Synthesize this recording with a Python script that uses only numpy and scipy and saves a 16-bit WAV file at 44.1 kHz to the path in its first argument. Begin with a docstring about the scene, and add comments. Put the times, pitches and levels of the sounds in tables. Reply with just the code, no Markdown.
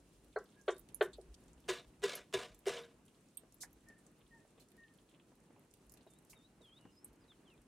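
"""Spoon on a steel pot, outdoor hearth

Straight ahead, a wooden spoon knocks three times on the wall of a steel pot on an iron grate, with a faint
fourth touch, then scrapes four strokes along it. Each blow rings resonant modes; each stroke drives them with
sines and noise. To the right leans a wood fire of filtered noise in a brick hearth, with snaps, spits of steam
and one faint narrow chirp as noise puffs. Dull knocks sound nearby; in the garden one bird pipes and another
sings, as gliding sines."""
import sys
import numpy as np
from scipy import signal
from scipy.fft import rfft, irfft, next_fast_len
from scipy.io import wavfile
from scipy.ndimage import uniform_filter1d, map_coordinates

SR = 44100
rng = np.random.default_rng(int(sys.argv[2]) if len(sys.argv) > 2 else 0)


def store_pcm(level_fs):
    """Save levels as 16-bit WAV."""
    pcm = np.round(np.clip(level_fs, -1, 1) * 32767).astype(np.int16)
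    wavfile.write(sys.argv[1], SR, np.atleast_2d(pcm).T)


N = 338639


def amp(db):
    """Gain of a level in dB."""
    return 10 ** (np.asarray(db) / 20)


def unit(x):
    """Scales to rms 1."""
    return x / np.sqrt(np.mean(x ** 2) + 1e-20)


def along(points, hz):
    """Interpolates (Hz, value) points on a log frequency axis."""
    f, v = np.transpose(points)
    return np.interp(np.log(hz + 1), np.log(f + 1), v)


def curves(rows):
    """One value per sample for each column after the time."""
    s, *columns = np.transpose(rows)
    return [np.interp(np.arange(N) / SR, s, column) for column in columns]


def since(s):
    """Seconds since a moment, for every sample."""
    return np.arange(N) / SR - s


def wobble(rate):
    """A smooth random curve with rate knots a second."""
    knots = rng.standard_normal(int(N * rate / SR) + 4)
    return map_coordinates(knots, [np.arange(N) * rate / SR])


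def arch(u, sharp):
    """A swell from 0 back to 0 while u runs from 0 to 1."""
    return np.sin(np.pi * np.clip(u, 0, 1)) ** sharp * (u > 0) * (u < 1)


def hump(hz, centre_hz, octaves):
    """A bell-shaped band on a log frequency axis."""
    return np.exp(-.5 * (np.log2((hz + 1) / centre_hz) / octaves) ** 2)


def filtered(x, response):
    """Multiplies the spectrum of x by a response, which may be complex."""
    m = next_fast_len(x.shape[-1] + SR // 2)
    return irfft(rfft(x, m) * response(np.fft.rfftfreq(m, 1 / SR)), m)[..., :x.shape[-1]]


def add(track, s, sound):
    """Lays a sound into a track at s seconds."""
    i = round(s * SR)
    track[..., i:i + sound.shape[-1]] += sound[..., :track.shape[-1] - i]


def sides(pan_db):
    """Left and right gains for a left minus right level."""
    return amp([pan_db / 2, -pan_db / 2])


def whistle(hz, db):
    """A sine of the given rms level along a pitch curve."""
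    return np.sqrt(2) * amp(db) * np.sin(2 * np.pi * np.cumsum(hz) / SR)


def patchy(depth_db, channels):
    """White noise with patches of random gain in time and frequency, shared by the channels."""
    z = signal.stft(rng.standard_normal((channels, N)), nperseg=512)[2]
    field = uniform_filter1d(rng.standard_normal(z.shape[1:]), 6, 0)
    field = uniform_filter1d(field, 8, 1)
    return signal.istft(z * amp(depth_db * unit(field)), nperseg=512)[1][:, :N]


def puff(out, s, db, band, shape, pan_db, alike):
    """Adds a short noise in a band under an envelope, from its own side; the microphone dulls the top."""
    dulled = lambda hz: band(hz) / (1 + (hz / 14200) ** 8)
    common, left, right = filtered(shape * rng.standard_normal((3, len(shape))), dulled)
    pair = alike * common + (1 - alike) * np.array([left, right])
    pair *= np.linalg.norm(shape) / np.linalg.norm(pair, axis=1, keepdims=True)
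    trim_db = -8.0  # every listed puff level is lowered by this
    add(out, s, amp(db + trim_db) * sides(pan_db)[:, None] * pair)


def bursts(rows, rise_s, t60, alike):
    """Sharp puffs with two coloured bands: a click at the front, then a short fray."""
    out, t = np.zeros((2, N)), np.arange(SR // 10) / SR
    click, fray = amp(-60 * t / 0.008), 0.48 * amp(-60 * t / t60)
    shape = np.minimum(t / rise_s, 1) * (click + fray)
    for s, db, centre_hz, pan_db, octaves, second_hz, second_db in rows:
        band = lambda hz: hump(hz, centre_hz, octaves) + amp(second_db) * hump(hz, second_hz, octaves)
        puff(out, s, db, band, shape, pan_db, alike)
    return out


def swells(rows, low_hz, alike):
    """Band noises that swell and are soon spent, with nothing below low_hz."""
    out, t = np.zeros((2, N)), np.arange(SR // 5) / SR
    for s, db, centre_hz, spent_s, pan_db, octaves, rise_s in rows:
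        shape = np.sin(np.pi / 2 * np.minimum(t / rise_s, 1)) * amp(-60 * (t / spent_s) ** 2)
        band = lambda hz: hump(hz, centre_hz, octaves) * (hz > low_hz)
        puff(out, s, db, band, shape, pan_db, alike)
    return out


# the brick vault's decay: f/Hz, t60/s
VAULT_DECAY = [(300, 0.19), (3000, 0.18), (12000, 0.072)]


def hearth(x):
    """The brick vault's short tail: decaying noise in which each frequency dies at its own speed."""
    hz, t, z = signal.stft(rng.standard_normal((2, SR // 4)), SR, nperseg=256)
    decay = amp(-60 * t / along(VAULT_DECAY, hz)[:, None])
    tail = signal.istft(z * decay, SR, nperseg=256)[1]
    return signal.fftconvolve(np.atleast_2d(x), tail / np.linalg.norm(tail[0]), axes=1)[:, :N]


# the fire's course: t/s, rumble level/dB, roar level/dB (before the flicker)
FIRE_LEVELS = [(0.0, -76, -68.5), (0.23, -64.5, -69.5), (0.58, -81.5, -69.5), (0.88, -68.5, -65.5),
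               (1.22, -63.5, -66), (2.01, -74.5, -67.5), (2.61, -72.5, -68), (3.42, -79, -69.5),
               (4.06, -76, -69.5), (4.5, -79.5, -68.5), (7.68, -77.5, -68)]
# colours of flames and embers: f/Hz, relative level/dB per Hz
RUMBLE_COLOUR = [(12, -54), (20, -18.5), (48, 8), (65, 5.5), (86, -17.5), (100, -11), (130, -59),
                 (220, -120)]
ROAR_COLOUR = [(53, -29), (90, -2.5), (162, 1.5), (320, 0), (477, -7), (767, -13.5), (858, -14),
               (1340, -18), (2780, -24), (4000, -47), (5200, -71), (8800, -120)]
HISS_COLOUR = [(1470, -40), (2500, -8.5), (2790, -5), (3830, -6.5), (4100, -5.5), (4720, -8), (9460, -6),
               (12400, -16), (15900, -19)]
# stereo width of the fire bed: f/Hz, side minus mid level/dB
FIRE_WIDTH = [(60, -27.5), (110, -20), (200, -17.5), (380, -12.5), (700, -9.5), (1290, -4.5), (2380, -4.5),
              (4400, -3.5), (8120, -1), (15000, 0.5)]


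def fire_bed():
    """Flames rumble and flutter in the bass, flaring together; embers hiss, wider in the treble."""
    def pair(colour, depth_db):
        mid_side = lambda hz: amp(along(colour, hz)) * np.array([np.ones_like(hz), amp(along(FIRE_WIDTH, hz))])
        mid, side = filtered(patchy(depth_db, channels=2), mid_side)
        return np.array([mid + side, mid - side]) / np.std(mid)

    rumble_db, roar_db = curves(FIRE_LEVELS)
    hiss_db = -79.5 - 0.31 * since(0)  # the embers cool, in dB per second
    flare = wobble(12)
    rumble = amp(rumble_db + 0.5 * flare + 0.32 * wobble(2.9)) * pair(RUMBLE_COLOUR, depth_db=3.0)
    roar = amp(roar_db + .9 * flare + 1.1 * wobble(22)) * pair(ROAR_COLOUR, depth_db=.8)
    hiss = amp(hiss_db + 1.2 * wobble(35)) * pair(HISS_COLOUR, depth_db=.5)
    return rumble + roar + hiss * sides(-1.5)[:, None]


# piping bird: t/s, length/s, f/Hz, level/dB before the droop, half-pitch undertone over the note/dB
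PIPED_NOTES = [(0.565, 0.082, 1670, -70.5, -40), (3.867, 0.097, 1830, -63.5, -40),
               (4.308, 0.1, 1850, -65, -6.5), (4.778, 0.11, 1842, -62.5, -40)]


def piping_bird():
    """A bird pipes level sine notes that droop and fade at the end; a far wall returns them."""
    bend, bend_power, fade_db = .09, 3.5, 24  # fall as a share of pitch; how late; level lost with it
    piper = np.zeros(N)
    for s, length, pitch_hz, db, under_db in PIPED_NOTES:
        u = since(s) / length
        droop = np.clip(u, 0, 1) ** bend_power
        hz = pitch_hz * (1 - bend * droop) + 15 * wobble(80)
        level_db = db - fade_db * droop + 2.4 * wobble(70)
        note = arch(u, sharp=0.38) * whistle(hz, level_db)
        undertone = arch(u, sharp=3) * whistle(hz / 2, db + under_db)
        piper += note + undertone
    return piper + amp(-12.5) * np.roll(piper, round(.075 * SR))  # the wall's echo after 75 ms


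# sung notes: t/s, length/s, start f/Hz, middle f/Hz, end f/Hz, level/dB before the wobble
SUNG_NOTES = [(6.066, 0.13, 3930, 3590, 3990, -79), (6.342, 0.14, 3940, 3600, 4000, -74),
              (6.611, 0.19, 3910, 3120, 3960, -68.5), (6.916, 0.13, 5200, 5050, 5500, -79),
              (7.2, .045, 5200, 4950, 4650, -81), (7.277, 0.073, 4120, 3480, 2880, -72.5),
              (7.448, 0.11, 3600, 2900, 2260, -69.5)]
# one fuzzy note: t/s, length/s, f/Hz, level/dB
FUZZY_NOTE = [(6.765, .18, 2880, -76.5)]


def singing_bird():
    """A bird sings scoops and falls as smooth sine arcs, and one fuzzy note of narrow noise."""
    singer = np.zeros(N)
    for s, length, start_hz, middle_hz, end_hz, db in SUNG_NOTES:
        u = since(s) / length
        v = np.clip(u, 0, 1)
        bow_hz = middle_hz - (start_hz + end_hz) / 2
        hz = start_hz + (end_hz - start_hz) * v + bow_hz * np.sin(np.pi * v ** .85) ** 1.4
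        singer += arch(u, sharp=.45) * whistle(hz + 30 * wobble(150), db + 4 * wobble(60))
    (s, length, fuzzy_hz, db), = FUZZY_NOTE
    narrow = unit(filtered(rng.standard_normal(N), lambda hz: hump(hz, fuzzy_hz, 0.052)))
    return singer + arch(since(s) / length, sharp=0.94) * amp(db) * narrow


# dull knocks nearby: t/s, level/dB before the puff trim, centre f/Hz, left minus right/dB,
# width/octaves, second centre f/Hz, second over first/dB
NEARBY_KNOCKS = [(3.434, -51, 514, 4, 0.39, 1340, -10), (3.634, -37.5, 875, -.6, 0.24, 1760, 2.5),
                 (3.9, -47.5, 362, -1.2, 0.7, 1810, -16.5), (4.45, -51, 487, -2.2, 0.44, 1440, -17),
                 (4.581, -50, 479, 1, 0.6, 1800, -19), (5.318, -50, 324, 0, 1.1, 2860, -36),
                 (5.505, -50, 463, -2, 0.7, 1470, -14), (5.56, -52.5, 870, -1.2, 0.21, 2460, -16),
                 (6.066, -42.5, 371, 1, 0.88, 1610, -38), (6.331, -47.5, 930, 5, 0.28, 2270, -3),
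                 (6.607, -48.5, 358, -2, 0.52, 1280, -22), (6.852, -40, 301, 2, 1.32, 2890, -41),
                 (7.319, -51, 345, .1, 0.65, 1900, -8)]


def thuds():
    """Things knocked nearby: short low noise bursts in two bands."""
    return bursts(NEARBY_KNOCKS, rise_s=0.0015, t60=0.078, alike=0.9)


def crackle(count, floor_db, low_hz, top_hz, t60):
    """Many faint snaps at random moments, mostly to the right, a few of them larger."""
    when, size, pitch, low, pan = rng.random((count, 5)).T
    same = np.ones(count)
    start_s = when * (N / SR - .01)
    level_db = floor_db - 2.7 * np.log(size + 0.014)
    centre_hz, second_hz = top_hz * (.6 + .4 * pitch), low_hz * (1 + 1.5 * low)
    pan_db = -7 * pan + 1.5
    rows = np.transpose([start_s, level_db, centre_hz, pan_db, .3 * same, second_hz, -5 * same])
    return bursts(rows, 0.0006, t60, alike=0.67)


def embers():
    """Charcoal settles with duller ticks, scattered at random."""
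    return crackle(count=45, floor_db=-63.5, low_hz=500, top_hz=4000, t60=0.088)


# louder snaps of burning wood: t/s, level/dB before the puff trim, centre f/Hz, left minus right/dB,
# width/octaves, second centre f/Hz, second over first/dB
LOUD_SNAPS = [(0.387, -51.5, 10000, -2, 0.31, 5800, 9), (0.5023, -61, 8730, -2.5, 0.23, 6730, 6),
              (0.6128, -53.5, 10300, -3, 0.22, 6600, 11), (0.7647, -52.5, 8120, 2, 0.25, 4250, 2),
              (0.7816, -49.5, 10900, -10, 0.37, 4400, -15), (0.794, -46.5, 14500, -14, 0.12, 10800, -5),
              (0.7437, -57, 10000, -6, 0.15, 4500, -6), (0.8879, -51, 8560, -2, 0.53, 2910, -2),
              (0.9453, -32, 10700, -14.5, 0.13, 6800, -20.5), (1.2126, -52.5, 8850, -4, 0.22, 4480, -6),
              (1.5319, -55, 9200, -4, 0.27, 6800, 5), (2.153, -30, 11200, -1.5, 0.11, 3560, -39),
              (2.5461, -50, 12100, -5, 0.24, 7010, -2), (2.5905, -52, 12200, -1.5, 0.27, 7050, -15),
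              (3.0619, -56, 9230, -1, 0.3, 4740, -15), (3.3712, -32, 12640, -7, 0.074, 8530, -1.5),
              (3.3735, -42, 10500, -4, 0.25, 3360, 0), (3.523, -52.5, 8180, -2.5, 0.6, 5950, -6),
              (3.5433, -50, 13500, 7, 0.08, 11000, -7), (3.7299, -52.5, 13400, 0, 0.23, 6570, -11),
              (3.886, -50, 9000, -2.5, 0.47, 6190, -5), (4.0654, -51.5, 8700, -1, 0.42, 6490, -2),
              (4.686, -58, 9000, -1.5, 0.51, 6230, -6), (4.7177, -56, 12800, -1.5, 0.62, 3150, 4),
              (5.7119, -57.5, 9100, -8, 0.43, 6580, 2.5), (5.7384, -50, 9800, -2.5, 0.52, 3060, -5),
              (5.896, -52, 9100, -12, 0.58, 6410, -6), (5.9202, -46, 12600, -2, 0.31, 6130, -9),
              (5.9388, -48, 11800, -5, 0.45, 6540, -5), (5.9732, -53, 9500, 1, 0.59, 2860, 1),
              (6.1362, -53, 9300, -2.5, 0.35, 3600, -9), (6.1867, -54, 9000, -2.5, 0.36, 4000, -18),
              (7.0453, -35.5, 8750, -1, 0.11, 11200, 2)]


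def wood_snaps():
    """Burning wood snaps: sharp bright noise bursts over a random faint crackle."""
    loud = bursts(LOUD_SNAPS, rise_s=0.00052, t60=0.036, alike=0.34)
    return loud + crackle(count=130, floor_db=-66, low_hz=2980, top_hz=12100, t60=0.024)


# spits of steam, and one faint narrow chirp at 4.6 s: t/s, level/dB before the puff trim, centre f/Hz,
# spent after/s, left minus right/dB, width/octaves, rise/s
SPITS_AND_CHIRP = [(0.681, -55, 6800, .06, -4, .35, .004), (6.1, -61.5, 8500, 0.063, -7, .4, .005),
                   (4.6, -63, 4200, 0.065, .1, 0.045, .006), (0.703, -48.5, 6850, 0.064, -1, 0.35, 0.0029),
                   (1.021, -47, 8800, 0.085, -2.5, 0.75, 0.003), (1.13, -51, 3900, 0.069, -1, 0.19, .004),
                   (1.131, -54, 7800, 0.039, 0, 0.22, 0.0037), (1.341, -49.5, 5300, 0.026, -2, 0.7, 0.0047),
                   (3.604, -34.5, 7250, 0.084, -3.5, 0.63, 0.031),
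                   (3.979, -66, 8700, .08, -10, 0.3, 0.0065), (4.595, -60, 7700, 0.1, -5, 2.4, .006),
                   (6.295, -51.5, 8700, 0.098, -4, 0.89, 0.0088)]


def spits_and_chirp():
    """Spits of steam, and one faint narrow chirp at 4.6 s: brief swelling noise bands."""
    return swells(SPITS_AND_CHIRP, low_hz=2300, alike=0.43)


# strokes of the spoon: first touch t/s, touch level/dB, rise/s, bite level/dB, slide level/dB, slide fade/dB per s,
# lift after/s, lift fade/dB per s, hum while sliding/dB (each voice shifts bite, slide and fade)
SPOON_STROKES = [(1.6803, -37.5, .013, -36, -44, 130, 0.12, 303, -20),
                 (2.0202, -43, 0.022, -36.5, -42.5, 62, 0.17, 260, -18),
                 (2.3276, -39, 0.017, -37, -39, 122, 0.15, 260, -13.5),
                 (2.6567, -36.5, 0.014, -36.5, -46.5, 34, 0.14, 189, -3)]


def pressure(over_bite_db, bite_dies, over_slide_db, fades_faster, hums=False):
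    """Gain of one voice: the spoon bites in, slides on while it slows, and lifts off (fades in dB per s)."""
    rise_db = 38.5  # how far under its peak a stroke sets out
    power = np.zeros(N)
    for s, _, rise_s, bite_db, slide_db, fades, lift_s, lifts, hum_db in SPOON_STROKES:
        t = since(s)
        after, lifted = np.maximum(t - rise_s, 0), np.maximum(t - lift_s, 0)
        bite = amp(bite_db + over_bite_db - bite_dies * after)
        fade_db = (fades + fades_faster) * after + (lifts - fades) * lifted
        slide = amp(slide_db + over_slide_db + hums * hum_db - fade_db)
        rise = (t > 0) * amp(-rise_db * np.clip(1 - t / rise_s, 0, 1) ** 2)
        power += rise ** 2 * (bite ** 2 + slide ** 2)
    return np.sqrt(power)


def grate():
    """The iron grate under the pot shudders with each stroke, as low band noise."""
    shudder = unit(filtered(rng.standard_normal(N), lambda hz: hump(hz, 203, 0.81)))
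    return pressure(-25, 300, -16, 2) * shudder


# short narrow rings and catches on the pot wall, one with the first knock, the rest in the strokes:
# t/s, level/dB before the puff trim, centre f/Hz, spent after/s, left minus right/dB, width/octaves, rise/s
WALL_RINGS_AND_CATCHES = [(.358, -56, 4220, 0.049, 2, 0.053, .002),
                          (1.768, -52, 3820, 0.11, -1, 0.13, 0.011),
                          (2.14, -48.5, 4800, 0.12, 1, .7, 0.016), (2.43, -50, 2600, .07, 0.1, .5, .01),
                          (2.73, -47, 3370, 0.03, 0, .2, 0.0044),
                          (2.769, -40.5, 3300, 0.04, -0.5, 0.28, 0.0046),
                          (2.832, -54.5, 3800, 0.051, 0, 0.077, 0.0065),
                          (2.836, -57, 1580, 0.081, -1, .12, 0.0049)]


def wall_rings_and_catches():
    """Short narrow rings and catches on the pot wall: one with the first knock, the rest in the strokes."""
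    return swells(WALL_RINGS_AND_CATCHES, low_hz=0, alike=1)


# modes of the pot: f/Hz, level/dB before the contact's spread, t60/s
POT_MODES = [(386.5, 3.5, 0.087), (516, -9, 0.085), (471.5, -14, 0.31), (612.6, 8.5, 0.023),
             (735, -3, 0.056), (800.4, -1.5, 0.025), (1014, -14, 0.1), (1114, -7, 0.059),
             (1178, -7.5, 0.042), (1386, -11.5, 0.042), (1485, -13.5, 0.085), (1497, -17, 0.13),
             (1686, -8, 0.089), (1927, -4.5, 0.046), (1950, -15.5, 0.16), (2155, -17, 0.075),
             (2480, -23, 0.022), (2516, -11, 0.028), (2880, -24, 0.093), (3120, -13.5, 0.14),
             (3500, -24, 0.098), (3680, -7, 0.17), (4010, -10, 0.067), (4250, -1, 0.046)]


def modes(hz, low_hz, top_hz, spread_db):
    """The pot's response: a causal resonance per mode, its strength varied at random by each contact's spread."""
    total = 0
    luck = rng.standard_normal(len(POT_MODES))
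    for k, (centre_hz, db, t60) in enumerate(POT_MODES):
        width = np.log(1000) / (np.pi * t60)
        peak = 1j * hz / (centre_hz ** 2 - hz * hz + 1j * hz * width)
        gain = amp(db + spread_db * luck[k]) * (low_hz < centre_hz < top_hz)
        total = total + (-1) ** k * gain * peak  # neighbours swing opposite
    return total


# colours of fine slips, dull and bright: f/Hz, relative level/dB per Hz
RASP_COLOUR = [(410, -16), (700, -11), (823, -12.5), (1060, -10.5), (1390, -10), (2330, -6.5),
               (6000, -16.5), (7800, -21.5), (13200, -120)]
BRIGHT_COLOUR = [(2940, -68), (5000, -11), (9040, -8.5), (10200, -15), (11100, -18), (15800, -28.5)]


def strokes():
    """Wood dragged on steel: the push swings the two lowest modes, the drag rings the next, fine slips rasp."""
    slips = patchy(1.5, channels=3) * amp(2.5 * wobble(250) + 2.2 * wobble(45))
    drag = unit(filtered(slips[0], lambda hz: modes(hz, 475, 800, spread_db=0)))
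    # the rasp's colour less the outline of the modes, so that the ringing follows the colour
    mode_outline = [mode[:2] for mode in sorted(POT_MODES)]
    level = lambda hz: amp(along(RASP_COLOUR, hz) - along(mode_outline, hz))
    ringing = unit(filtered(slips[1], lambda hz: level(hz) * modes(hz, 800, 9000, spread_db=0)))
    plain = unit(filtered(slips[1], lambda hz: amp(along(RASP_COLOUR, hz))))
    rasp = unit(0.72 * ringing + plain)
    bright = unit(filtered(slips[2], lambda hz: amp(along(BRIGHT_COLOUR, hz))))
    swing = whistle(POT_MODES[0][0] + 16 * wobble(60), 1.5 * wobble(40))
    hum = whistle(POT_MODES[2][0] + 6 * wobble(30), 4.5 * wobble(70))
    out = pressure(3.5, 520, -8.5, 35) * swing
    out += pressure(-10.5, 252, -0.5, -8, hums=True) * hum
    out += pressure(-7.5, 350, -8.5, -11) * drag
    out += pressure(-2.5, 342, -0.24, 17) * rasp
    out += pressure(-11, 405, -11.5, 27) * bright
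    return out


def touches():
    """The spoon's first touch of each stroke: a short, softened noise tick."""
    out, t = np.zeros(N), np.arange(SR // 2) / SR
    for s, db, *_ in SPOON_STROKES:
        tick = amp(-60 * t / 0.015) * rng.standard_normal(len(t))
        add(out, s, amp(db) * filtered(tick, lambda hz: 1 / (1 + 1j * hz / 4000) ** 2))
    return out


# blows of the spoon: t/s, ring level/dB, hardness as upper edge f/Hz, rebound over the blow/dB
SPOON_BLOWS = [(0.3599, -28, 1840, -6), (0.6793, -24, 4400, -2), (1.0088, -20, 4800, -5),
               (1.182, -42, 750, -19)]
# the spoon's own dense, dead clack: f/Hz, relative level/dB per Hz
CLACK_COLOUR = [(190, -40), (330, -4.5), (469, -8), (820, -28), (972, -25), (1520, -11), (2790, -23.5),
                (3150, -12), (6000, -42), (7800, -78), (13200, -120)]


def knocks():
    """Soft wooden blows: longer contact leaves high modes unstruck; the spoon clacks and rebounds once."""
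    rebound_s, rebound_softer = .0115, 0.87  # delay; its upper edge over that of the blow
    out, t = np.zeros(N), np.arange(SR // 2) / SR
    onset = 1 - np.exp(-(t / 0.0004) ** 2)
    contacts = []
    for s, db, edge_hz, rebound_db in SPOON_BLOWS:
        contacts.append((s, db, edge_hz, -3))  # last: clack over the ring, in dB
        contacts.append((s + rebound_s, db + rebound_db, edge_hz * rebound_softer, -9.5))
    for s, db, edge_hz, clack_db in contacts:
        edge = signal.butter(8, edge_hz, analog=True)
        soft = lambda hz: (signal.freqs(*edge, worN=hz)[1] + amp(-35.0)) / (1 + 1j * hz / 3800) ** 4
        impulse = 1. * (t == 0)
        ring = filtered(impulse, lambda hz: soft(hz) * modes(hz, 0, 9000, spread_db=2))
        dying = (1 - np.exp(-t / 0.002)) * amp(-60 * t / 0.061)
        clack_noise = dying * rng.standard_normal(len(t))
        clack = filtered(clack_noise, lambda hz: soft(hz) * amp(along(CLACK_COLOUR, hz)))
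        clack *= np.linalg.norm(dying) / np.linalg.norm(clack)
        add(out, s, amp(db) * onset * (ring / np.abs(ring).max() + amp(clack_db) * clack))
    return out


def radiated(x):
    """The pot is too small to send out much below its first mode: a steep low cut."""
    return signal.sosfilt(signal.ellip(6, 1, 45, 355, "high", fs=SR, output="sos"), x)


def scene():
    """The pot sits straight ahead; the fire spreads to the right; the hearth answers."""
    fire = fire_bed()
    calls = piping_bird() + singing_bird()
    dull = thuds() + embers()
    snaps = wood_snaps()
    blows = knocks() + touches()
    pot = radiated(blows + amp(-11.5) * hearth(blows)[0] + strokes()) + wall_rings_and_catches() + grate()
    vault = amp(-5) * hearth(snaps) + amp(-14) * hearth(dull) + amp(-20.5) * hearth(calls)
    return fire + calls + dull + snaps + spits_and_chirp() + pot + vault


def record(dry):
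    """The microphone's channel keeps nothing above its band limit."""
    return filtered(dry, lambda hz: hz < 15900)


dry = scene()
out = record(dry)
store_pcm(out)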